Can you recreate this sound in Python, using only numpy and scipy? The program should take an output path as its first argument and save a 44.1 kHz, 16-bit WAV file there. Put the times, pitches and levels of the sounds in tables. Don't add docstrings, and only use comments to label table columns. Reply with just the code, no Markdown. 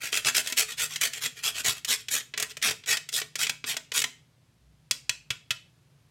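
import sys
import numpy as np
from scipy import signal
from scipy.fft import rfft, irfft, next_fast_len
from scipy.io import wavfile
from scipy.ndimage import uniform_filter1d

SR = 44100
rng = np.random.default_rng(int(sys.argv[2]) if len(sys.argv) > 2 else 0)


def store_wav(level_fs):
    pcm = np.round(np.clip(np.atleast_2d(level_fs), -1, 1) * 32767)
    wavfile.write(sys.argv[1], SR, pcm.T.astype(np.int16))


N = 269010
TIME = np.arange(N) / SR
RING_TIME = TIME[:SR // 4]
TOP_HZ = 16000


def undb(db):
    return 10 ** (np.asarray(db) / 20)


def unit(x):
    return x / np.sqrt(np.sum(x ** 2) + 1e-18)


def fade(t, t60):
    return np.exp(-np.log(1000) * t / t60)


def at(hz, table, axis=1):
    rows = np.array(table)
    return np.interp(np.log(np.maximum(hz, 1)), np.log(rows[:, 0]), rows[:, axis])


def colour(x, table):
    size = 2 * next_fast_len(len(x))
    gain = undb(at(np.fft.rfftfreq(size, 1 / SR), table))
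    cepstrum = irfft(np.log(gain))
    cepstrum[1:size // 2] *= 2
    cepstrum[size // 2 + 1:] = 0
    response = np.exp(rfft(cepstrum))
    return irfft(rfft(x, size) * response)[:len(x)]


def band(x, lo_hz, hi_hz, order=2):
    edges_hz = [lo_hz, min(hi_hz, SR / 2 - 100)]
    return signal.sosfilt(signal.butter(order, edges_hz, "band", fs=SR, output="sos"), x)


def shelf(x, hz, side, db):
    part = signal.sosfiltfilt(signal.butter(2, hz, side, fs=SR, output="sos"), x)
    return x + part * (undb(db) - 1)


def ring(x, response):
    return signal.fftconvolve(x, response)[:len(x)]


def walk(rate):
    knots = rng.standard_normal(4096)
    return np.interp(TIME * rate, np.arange(len(knots)), knots)


def add(out, s, sound):
    i = max(int(s * SR), 0)
    out[i:i + len(sound)] += sound[:N - i]


# frequency in Hz, relative level in dB.
AIR_COLOUR = [(20, -26), (55, -21.5), (140, -5.5), (200, -19), (400, -26.5), (1000, -32), (4000, -35),
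              (12000, -43.5), (16000, -55)]
# frequency in Hz, middle RMS level in dB, about which it wavers.
HUM_TONES = [(59, -74.5), (120, -78), (152, -71.5)]


def kitchen(air_db=-64.0, waver_db=8.0, phase_wander=.9):
    noise = unit(colour(rng.standard_normal(N), AIR_COLOUR)) * np.sqrt(N)
    air = noise * undb(air_db + walk(3))
    hum = np.zeros(N)
    for hz, db in HUM_TONES:
        level = undb(db + waver_db * walk(4.5)) * np.sqrt(2)
        hum += level * np.sin(2 * np.pi * hz * TIME + phase_wander * walk(11.0))
    return air + hum


# frequency in Hz, decay time t60 in s, relative level in dB.
ROOM_DECAY = [(150, 1, -12.5), (600, 0.15, -8.5), (2540, 0.34, -13.5), (7000, 0.3, -13.5),
              (10000, 0.18, -13), (15000, 0.3, -16)]


def reflections(first_s=0.0072, count=10):
    t = TIME[:SR // 2]
    out = np.zeros(len(t))
    edges = np.geomspace(80, TOP_HZ, count + 1)
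    for lo, hi in zip(edges, edges[1:]):
        hz = np.sqrt(lo * hi)
        noise = band(rng.standard_normal(len(t)), lo, hi, order=3)
        tail = noise * fade(t, at(hz, ROOM_DECAY)) * (t > first_s)
        bandwidth_gain = np.sqrt(2 * (hi - lo) / SR)
        out += unit(tail) * undb(at(hz, ROOM_DECAY, axis=2)) * bandwidth_gain
    return out


def room(sound, count=4, drift_hz=4):
    places = np.array([walk(drift_hz) for _ in range(count)])
    places /= np.sqrt(np.sum(places ** 2, axis=0))
    return sum(ring(sound * place, reflections()) for place in places)


# frequency in Hz, relative level in dB, decay time t60 in s.
GRATER_MODES = [(248, -27, .17), (434, -21, .09), (657, -26, .05), (1006, -28, .15), (1391, -21, .13),
                (1486, -24, .17), (1888, -13, .07), (2444, -13.5, .06), (2600, -11, .055),
                (2982, -14.5, .08), (3205, -12, .055), (3362, -8.5, .085), (3733, -16, .03),
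                (3994, -25, .18), (4385, -24, .1), (5025, -16, .025), (6008, -23, .05), (7320, -14.5, .025),
                (8580, -22, .04), (11310, -24, .03)]


def clear_modes():
    rings = []
    for hz, db, t60 in GRATER_MODES:
        decaying_sine = np.sin(2 * np.pi * hz * RING_TIME) * fade(RING_TIME, t60)
        rings.append(undb(db) * unit(decaying_sine))
    return np.array(rings)


def dense(t60, count=7):
    burst = rng.standard_normal(len(RING_TIME)) * fade(RING_TIME, t60)
    spectrum = rfft(burst)
    power = uniform_filter1d(np.abs(spectrum) ** 2, len(spectrum) // count ** 2)
    even = irfft(spectrum / np.sqrt(power), len(burst))
    return unit(even * fade(RING_TIME, 10 * t60))


def grater(modes, spectrum, t60, modes_db, scatter_db=1.5):
    signs = rng.choice([-1, 1], len(modes))
    weights = undb(scatter_db * rng.standard_normal(len(modes))) * signs
    clatter = colour(dense(t60), spectrum)
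    return unit(clatter + undb(modes_db) * (weights @ modes))


def blow(hit, tilt, rebound_s, rebound, contact_s):
    hit = hit * (1 - np.exp(-RING_TIME / contact_s))
    again = np.interp(RING_TIME - rebound_s, RING_TIME, hit, left=0)
    return unit(colour(hit + rebound * again, tilt))


# frequency in Hz, relative level in dB.
TAP_COLOUR = [(100, -30.5), (280, -11), (600, -6.5), (850, -18.5), (1200, -9.5), (2500, 2), (3400, -1),
              (5600, -1.5), (7400, -2.5), (9500, -10.5), (12000, -12.5), (16000, -22.5)]
# start in seconds, relative level in dB, treble in dB,
# presence in dB, bass in dB, relative thud of the frame in dB, ring of the modes in dB, clatter t60 in s.
TAP_EVENTS = [(4.91, -15.5, 3, 4, -7.5, -48, -9.5, 0.035), (5.094, -16.5, -2.5, 4, -9, -46, -10, 0.022),
              (5.304, -20, -5.5, -3, -6.5, -38.5, -9, 0.051),
              (5.506, -17.5, -4.5, -2, -15, -43, -7.5, 0.058)]


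def taps(modes, thud_hz=122, thud_t60=0.085):
    out = np.zeros(N)
    thud = unit(np.sin(2 * np.pi * thud_hz * RING_TIME) * fade(RING_TIME, thud_t60))
    for s, db, treble_db, presence_db, bass_db, thud_db, ring_db, t60 in TAP_EVENTS:
        tilt = [(450, bass_db), (1400, 0), (3300, 0), (5000, presence_db), (10000, treble_db)]
        hit = grater(modes, TAP_COLOUR, t60=t60, modes_db=ring_db)
        tap = blow(hit, tilt, rebound_s=0.003, rebound=0.21, contact_s=.0007)
        add(out, s, undb(db + 22.5) * tap)
        add(out, s, undb(thud_db + 26.5) * thud)
    return out


# frequency in Hz, relative level in dB.
KNOCK_COLOUR = [(60, -29.5), (130, -12.5), (300, -14.5), (1000, -11.5), (2000, 5.5), (3200, 4.5), (4500, 2),
                (7500, 2.5), (9500, -6), (16000, -14)]
# start in seconds, relative level in dB,
# treble in dB, bass in dB.
KNOCK_EVENTS = [(0.036, -24, -0.5, 11), (0.128, -14.5, -8, 6), (0.172, -12.5, -0.5, 0),
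                (0.247, -15.5, -3, 1), (0.35, -14.5, -11.5, -1), (0.472, -17, 4.5, -3),
                (0.523, -15.5, 1.5, 7.5), (0.576, -11.5, -3, -6), (0.959, -16, -1.5, -3.5),
                (1.012, -13, 9.5, 3), (1.134, -20.5, 1, -5), (1.259, -16, 3, 7.5),
                (1.435, -21.5, 3.5, -5.5), (1.648, -22.5, 4, 16), (1.847, -17, 3, -3.5),
                (2.084, -19, -3, -6.5), (2.207, -27, -16.5, 1.5), (2.338, -21, -20, 6.5),
                (2.376, -15, -0.5, 0), (2.399, -15, 7, 4.5), (2.425, -12.5, 6, 7.5), (2.569, -24, -1, 8),
                (2.616, -27.5, -7, -5), (2.625, -13.5, -0.5, -11), (2.687, -15.5, -10.5, -2.5),
                (2.709, -16, 3.5, 9), (2.837, -34, -19, 3.5), (2.86, -28, -0.5, -3), (2.97, -15.5, -2, -2),
                (3.089, -22.5, 2, -1), (3.216, -18.5, -10, 6), (3.355, -17, 1, 3), (3.468, -15, -6, -1),
                (3.495, -11.5, -0.5, 4), (3.641, -20, -19, 8.5), (3.741, -27.5, -5.5, 11),
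                (3.767, -16, -3, 4), (3.918, -18.5, -7, 5), (4.018, -13, 3.5, -1.5), (4.04, -11, -5, 3.5)]


def knocks(modes, knock_db=15.0):
    out = np.zeros(N)
    for s, db, treble_db, bass_db in KNOCK_EVENTS:
        tilt = [(700, bass_db), (1800, 0.014), (4000, 0.0013), (10000, treble_db)]
        hit = grater(modes, KNOCK_COLOUR, t60=0.04, modes_db=-9)
        rebound_s = rng.uniform(0.0006, 0.0036)
        clack = blow(hit, tilt, rebound_s=rebound_s, rebound=0.49, contact_s=0.00038)
        add(out, s, undb(db + knock_db) * clack)
    return out


def chips(tooth_hz, tooth_db, chips_per_s, chip_db):
    sizes = undb(chip_db * np.minimum(rng.exponential(size=N), 5)) * rng.choice([-1, 1], N)
    breaks = rng.random(N) < chips_per_s / SR
    bites = undb(tooth_db * walk(2 * tooth_hz))
    train = sizes * breaks * bites
    return train / np.sqrt(uniform_filter1d(train ** 2, SR // 50) + 1e-9)


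ENTRY_DB, EXIT_DB, SWELL_POWER = -7.5, -21.5, 2.32


def swell(t, rise_s, fall_s):
    early = np.clip(1 - t / rise_s, 0, 1)
    late = np.clip((t - rise_s) / fall_s, 0, 1)
    return ENTRY_DB * early ** SWELL_POWER + EXIT_DB * late ** SWELL_POWER


BRIGHTENING, ORDINARY_DB = .15, -27.5
BRUSH_S, BRUSH_DB = .01, -5.5
# frequency in Hz, relative level in dB.
RASP_COLOUR = [(60, -17.5), (130, -2.5), (320, -23), (480, -12), (700, -6), (950, -10), (1400, 1.5),
               (2200, 4.5), (3300, 2.5), (4500, 2), (7500, 2.5), (9500, -4.5), (12500, -6), (16000, -15.5)]


def scrape(modes, fractures, s, rise_s, fall_s, db, modes_db, edge_s=0.0018, count=3):
    length = rise_s + fall_s
    t = TIME[:int((BRUSH_S + length) * SR)] - BRUSH_S
    level_db = db + swell(t, rise_s, fall_s)
    brush = undb(BRUSH_DB) * (1 + t / BRUSH_S) * (t < edge_s)
    bite = np.clip(np.minimum(t, length - t) / edge_s, 0, 1)
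    contact = np.maximum(brush, bite)
    drive = fractures[max(int(s * SR), 0):][:len(t)] * contact * undb(level_db)
    drive = shelf(drive, 5000, "high", BRIGHTENING * (level_db - ORDINARY_DB))
    place = np.linspace(0, count - 1, len(t))
    out = 0
    for spot in range(count):
        near = np.sqrt(np.maximum(1 - np.abs(place - spot), 0))
        plate = grater(modes, RASP_COLOUR, t60=0.012, modes_db=modes_db)
        out = out + signal.fftconvolve(drive * near, plate)
    return out


def tone(x, body_db, treble_db):
    return shelf(shelf(x, 1200, "low", body_db), 7500, "high", treble_db)


# start of the bite in seconds, rise in s, fall in s,
# relative level in dB.
RETURN_PASSES = [(0.0, 0.04, 0.062, -32), (0.2, 0.045, 0.0078, -44.5), (0.3, 0.034, .03, -46),
                 (0.442, 0.053, 0.048, -33), (0.68, 0.033, 0.04, -33.5), (0.895, 0.029, 0.077, -35.5),
                 (1.124, 0.053, 0.026, -36), (1.358, 0.02, 0.056, -41), (1.544, 0.06, 0.02, -30.5),
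                 (1.75, 0.032, 0.018, -41), (1.985, 0.021, 0.022, -44.5), (2.492, 0.023, 0.013, -39.5)]
# start of the bite in seconds, rise in s, fall in s,
# relative level in dB, body in dB, treble in dB.
CUTTING_STROKES = [(0.12, 0.043, 0.052, -27, 1.5, 2.5), (0.256, 0.018, .04, -20, 2, -1),
                   (0.345, 0.027, .05, -20.5, -3, 2), (0.569, 0.017, 0.064, -20.5, -5.5, 3.5),
                   (0.778, 0.052, 0.046, -25.5, -4.5, 4), (1.01, 0.021, 0.064, -23, -1, 3),
                   (1.212, 0.03, .046, -27.5, 2, 4), (1.433, .033, 0.052, -25, -3, 2.5),
                   (1.643, 0.031, 0.067, -23, 2, 4.5), (1.878, 0.045, 0.044, -22.5, -3, 2),
                   (2.108, 0.024, 0.081, -23.5, -1.5, 4), (2.371, 0.049, .05, -34.5, 4.5, -4),
                   (2.625, 0.029, 0.08, -22.5, 3.5, 0.5), (2.874, 0.045, 0.05, -20.5, -2.5, -3),
                   (3.126, 0.046, 0.05, -25.5, -6, 3), (3.387, 0.046, 0.035, -24.5, -3.5, 2.5),
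                   (3.664, 0.039, 0.045, -27, -5, 2.5), (3.939, .033, 0.054, -22.5, -3.5, 3)]


def rasp(modes, cut_db=-1.26, return_db=-1.04):
    out = np.zeros(N)
    cutting = chips(tooth_hz=150.7, tooth_db=2.5, chips_per_s=5000, chip_db=3.5)
    skipping = chips(tooth_hz=70, tooth_db=0.5, chips_per_s=3000, chip_db=3.5)
    for s, rise_s, fall_s, db, body_db, treble_db in CUTTING_STROKES:
        stroke = scrape(modes, cutting, s, rise_s, fall_s, db + cut_db, modes_db=-4.5)
        add(out, s - BRUSH_S, tone(stroke, body_db, treble_db))
    for s, rise_s, fall_s, db in RETURN_PASSES:
        stroke = scrape(modes, skipping, s, rise_s, fall_s, db + return_db, modes_db=-4.5)
        add(out, s - BRUSH_S, tone(stroke, body_db=-1.0, treble_db=1.0))
    return out


def scene():
    modes = clear_modes()
    direct = rasp(modes) + knocks(modes) + taps(modes)
    return (direct + room(direct) + kitchen())[None]


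def record(dry, low_cut_hz=42):
    thin = signal.sosfilt(signal.butter(3, low_cut_hz, "high", fs=SR, output="sos"), dry)
    return signal.sosfilt(signal.ellip(10, .2, 70, TOP_HZ, fs=SR, output="sos"), thin)


dry = scene()
out = record(dry)
store_wav(out)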